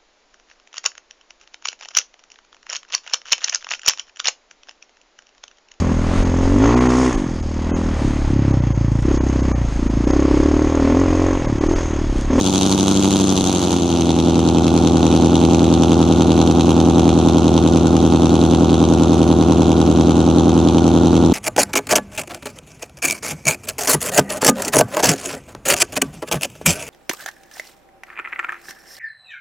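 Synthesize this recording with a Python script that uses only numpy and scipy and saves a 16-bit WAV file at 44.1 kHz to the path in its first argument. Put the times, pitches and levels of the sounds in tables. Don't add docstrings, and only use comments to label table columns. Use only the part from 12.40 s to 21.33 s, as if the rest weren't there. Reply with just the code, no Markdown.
import sys
import numpy as np
from scipy import signal
from scipy.fft import rfft, irfft, next_fast_len
from scipy.io import wavfile

SR = 44100
rng = np.random.default_rng(int(sys.argv[2]) if len(sys.argv) > 2 else 0)


def to_wav(sig):
    pcm = np.clip(np.atleast_2d(sig), -1, 1) * 32767
    pcm = np.round(pcm).astype(np.int16)
    wavfile.write(sys.argv[1], SR, pcm.T)


N = 393813

# t/s, thump level/dB, crack level/dB, wind level/dB
SOURCE_LEVELS = [(0.0, -17, -27, -54), (1.1, -16.5, -27, -55), (1.3, -16, -27.5, -52),
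                 (1.45, -16, -30.5, -59), (1.7, -14.5, -30.5, -59), (2.0, -13, -31.5, -43),
                 (2.7, -11.5, -31, -66), (4.5, -11, -32, -44), (8.93, -11, -34, -49)]
# t/s, share of the settled idle/1
IDLE_SETTLING = [(1.05, 0.02), (1.4, .4), (1.7, 0.98)]


def gain_of(db):
    return 10 ** (np.asarray(db) / 20)


def evened(x):
    return x / np.sqrt(np.mean(x ** 2) + 1e-20)


def read(points, hz):
    f, value = np.transpose(points)
    return np.interp(np.log(hz + 1), np.log(f + 1), value)


def curve(rows, column=1):
    return np.interp(np.arange(N) / SR, [r[0] for r in rows], [r[column] for r in rows])


def filtered(x, response):
    size = next_fast_len(N)
    spectrum = rfft(x, size) * response(np.fft.rfftfreq(size, 1 / SR))
    return irfft(spectrum, size)[..., :N]


def causal(points, size=8192):
    log_gain = read(points, np.fft.rfftfreq(size, 1 / SR)) * np.log(10) / 20
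    cepstrum = irfft(log_gain)
    cepstrum[1:size // 2] *= 2
    cepstrum[size // 2 + 1:] = 0
    return irfft(np.exp(rfft(cepstrum)))[:size // 2]


def settled_share():
    return np.clip(curve(IDLE_SETTLING), 0, 1)


def blended(fast, settled):
    share = settled_share()
    return (1 - share) * evened(fast) + share * evened(settled)


def wind():
    # t/s, rise of the wind level/dB, length/s
    gust_rows = [(.17, 11, 0.13), (.42, 7, .07), (1.02, 18, 0.12)]
    air = rng.standard_normal((N, 2)).T
    partly_shared = air + 2.2 * air[0]

    def flutter_band(hz):
        return (hz / 14) ** 2 / (1 + (hz / 14) ** 2) / (1 + (hz / 55) ** 6)

    low = filtered(partly_shared, flutter_band)
    t = np.arange(N) / SR
    gusts_db = sum(db * np.exp(-((t - s) / length) ** 2) for s, db, length in gust_rows)
    return gain_of(curve(SOURCE_LEVELS, column=3) + gusts_db) * evened(low)


def rasp(flow):
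    # f/Hz, relative level/dB per Hz
    rasp_colour = [(40, -60), (90, -29), (300, 4.5), (520, -1.5), (760, 2), (1100, -9), (1450, -5.5),
                   (1800, -46), (3000, -50)]
    noise = rng.standard_normal((N, 2)).T
    throbbing = flow ** .5 * (noise + 1.4 * noise[0])
    coloured = filtered(throbbing, lambda hz: gain_of(read(rasp_colour, hz)))
    return gain_of(curve(SOURCE_LEVELS, column=1) - 15.5) * evened(coloured)


def waves(column):
    # blow place/firings (cycle of 8), thump level/dB, crack level/dB,
    # second place/firings, thump level/dB, crack level/dB; levels before the energy scaling
    cylinder_rows = [
        [(-0.01, -4.9, -20.0, 0.12, -18.9, -19.0), (1.08, -1.6, -13.0, 1.3, -18.5, -21.0),
         (2.01, -13.4, -16.0, 2.26, -29.5, -29.0), (2.93, -11.1, -21.0, 3.4, -17.9, -26.0),
         (3.99, -8.3, -19.0, 4.14, -13.5, -14.0), (4.96, -3.7, -16.0, 5.16, -12.1, -15.0),
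         (6.03, -4.9, -11.0, 6.59, -15.6, -21.0), (7.02, -3.8, -12.0, 7.69, -11.5, -26.0)],
        [(0.12, -5.3, -27.0, 0.32, -10.1, -33.0), (1.09, -1.1, -26.0, 1.32, -6.7, -27.0),
         (2.02, -5.9, -22.0, 2.44, -8.9, -27.0), (3.02, -1.0, -21.0, 3.4, -4.4, -30.0),
         (4.08, 0.0, -24.0, 4.4, -5.5, -31.0), (5.01, -0.1, -20.0, 5.3, -14.4, -30.0),
         (6.06, -0.9, -17.0, 6.2, -12.6, -23.0), (7.05, -1.9, -22.0, 6.84, -18.3, -29.0)],
    ]
    by_wave = np.reshape(cylinder_rows, (2, 8, 2, 3))
    place, db = by_wave[..., [0, column]].transpose(3, 0, 1, 2)
    energy = (gain_of(db) ** 2).sum(axis=(1, 2), keepdims=True)
    return place, db - 10 * np.log10(energy)


def cycle_train(place, db, spread_db, jitter_ms):
    # t/s, firing rate f/Hz
    firing_rate = [(0.0, 94.42), (0.6, 97.59), (0.81, 97.31), (1.4, 86.23), (1.68, 83.42), (1.92, 83.66),
                   (2.65, 82.62), (2.95, 83.6), (4.12, 82.36), (4.4, 83.05), (5.02, 82.1), (5.69, 82.59),
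                   (7.53, 81.75), (7.73, 82.96), (8.26, 82.88), (8.93, 84.14)]
    firings = np.cumsum(curve(firing_rate)) / SR
    cycle = 8 * np.arange(-1, firings[-1] // 8 + 1)[:, None]
    share = np.interp(place[0] + cycle, firings, settled_share())
    at = place[0] + share * (place[1] - place[0]) + cycle
    db = db[0] + share * (db[1] - db[0])

    blows = db[:, ::2]
    evening = 0.69 * np.sin(np.pi * share[:, ::2])
    db[:, ::2] = blows + evening * (blows.mean(axis=1, keepdims=True) - blows)

    size, late = rng.standard_normal((*at.shape, 2)).transpose(2, 0, 1)
    sample = np.interp(at, firings, np.arange(N), -SR, N) + late * jitter_ms * SR / 1000
    inside = (sample >= 0) & (sample < N - SR // 1000)
    heights = gain_of(db + spread_db * size)
    return np.bincount(sample[inside].astype(int), heights[inside], N)


def echoed(x, echoes):
    taps = np.zeros(SR // 20)
    taps[0] = 1
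    for ms, share in echoes:
        taps[round(ms * SR / 1000)] += share
    return signal.oaconvolve(x, taps)[:N]


def pipes(column, late, spread_db, jitter_ms):
    pipe_of_firing = np.array([0, 1, 0, 0, 1, 0, 1, 1])
    # delay/ms, share of the direct wave/1 (negative where the wave turns over)
    pipe_echoes = [
        [(4.74, -0.19), (6.45, 0.19), (10.39, 0.26), (12.3, -0.21), (21.88, -0.2), (36.07, 0.32)],
        [(3.9, -0.11), (7.17, -0.13), (9.47, 0.16), (20.42, -0.1), (21.58, -0.23), (26.34, 0.12)],
    ]
    place, db = waves(column)
    total = np.zeros(N)
    for bank, echoes in enumerate(pipe_echoes):
        ours = pipe_of_firing == bank
        bank_place = place[:, ours].reshape(2, -1) + late
        bank_db = db[:, ours].reshape(2, -1)
        total += echoed(cycle_train(bank_place, bank_db, spread_db, jitter_ms), echoes)
    return total


def gas_flow():
    ms = np.arange(-200, 2000) * 1000 / SR
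    spurt = np.exp(-(ms / 0.5) ** 2)
    puff = gain_of(-5.5) * np.exp(-abs(ms) / 3.3) * (ms > 0)
    fronts = pipes(2, late=.03, spread_db=1.76, jitter_ms=.12)
    power = signal.oaconvolve(fronts ** 2, spurt ** 2 + puff ** 2)[200:N + 200]
    steady = gain_of(-22.)
    flow = np.sqrt(abs(power) / power.mean() + steady)
    return evened(fronts), evened(flow)


def cracks(fronts, flow):
    # f/Hz, relative level/dB per Hz
    crack_colours = [
        [(400, -13), (800, 4), (1400, -5), (1850, -18), (2820, -6), (3350, -1), (3980, -2.5), (5310, -11),
         (6400, 0), (7890, -11), (9440, -12.5), (11400, -26.5), (13300, -29), (15500, -46)],
        [(400, -56), (800, 10), (1400, -19), (1850, -17), (2630, -4), (3380, -0.5), (3980, -1), (5030, -12),
         (6300, -3.5), (8180, -14.5), (9360, -16), (11300, -29.5), (13200, -35), (15500, -58)],
    ]
    # f/Hz, shared amplitude/1
    port_coherence = [(500, 0.61), (2000, 0.69), (4000, 0.98), (7000, 0.13), (12000, 0.76)]
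    shared, own = rng.choice([-1., 1.], (N, 2)).T

    def same(hz):
        return np.clip(read(port_coherence, hz), 0, 1)

    jet = filtered(flow * shared, lambda hz: 1 - 1 / (1 + (hz / 1300) ** 4))
    left = jet - 0.91 * fronts
    right_own = filtered((flow + 0.83 * fronts) * own, lambda hz: np.sqrt(1 - same(hz) ** 2))
    right = filtered(left, same) + right_own
    ports = np.array([left, right])
    fast, settled = (filtered(ports, lambda hz: gain_of(read(colour, hz))) for colour in crack_colours)
    return gain_of(curve(SOURCE_LEVELS, column=2) + 2.5) * blended(fast, settled)


def thumps():
    # f/Hz, level/dB
    pipe_modes = [(20.0, -146.0), (58.0, 0.0), (80.0, -7.9), (120.0, -8.3), (200.0, -1.5), (280.0, -0.3),
                  (350.0, -4.3), (430.0, -13.6), (560.0, -17.9), (660.0, -23.4), (760.0, -21.0),
                  (900.0, -25.2), (1300.0, -33.0), (2200.0, -54.3)]
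    clicks = pipes(1, late=0, spread_db=.5, jitter_ms=.05)
    rung = -signal.oaconvolve(clicks, causal(pipe_modes))[:N]

    def thump_band(hz):
        return (1 - 1 / (1 + (hz / 66.5) ** 24)) / (1 + (hz / 2000) ** 8)

    boom = filtered(evened(rung), thump_band)
    return gain_of(curve(SOURCE_LEVELS, column=1)) * boom


def scene():
    fronts, flow = gas_flow()
    return thumps() + cracks(fronts, flow) + rasp(flow) + wind()


def record(dry):
    # f/Hz, level/dB
    port_level = [(40, 2), (85, 2.5), (160, 1), (300, 0), (450, -1.5), (740, -5.5), (1200, -5), (2000, 0),
                  (3300, -1.5), (4400, 2), (5800, 9), (7500, -5), (9500, -8), (15000, -7)]
    # f/Hz, phase/rad
    port_phase = [(60, -.22), (150, -.3), (400, -.33), (700, -.4), (1550, 1.5), (1980, 0.1), (5900, -.3),
                  (6550, .3), (7240, 3.9), (9200, 2.7), (12800, .1)]
    side = np.array([[.5], [-.5]])

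    def port_response(hz):
        return gain_of(side * read(port_level, hz)) * np.exp(1j * side * read(port_phase, hz))

    ports = filtered(dry, port_response)
    ports = ports / (1 + abs(ports) ** 6) ** (1 / 6)
    band_limit = signal.firwin(511, 15700, window=("kaiser", 9), fs=SR)
    return signal.oaconvolve(ports, band_limit[None], "same")


dry = scene()
out = record(dry)
to_wav(out)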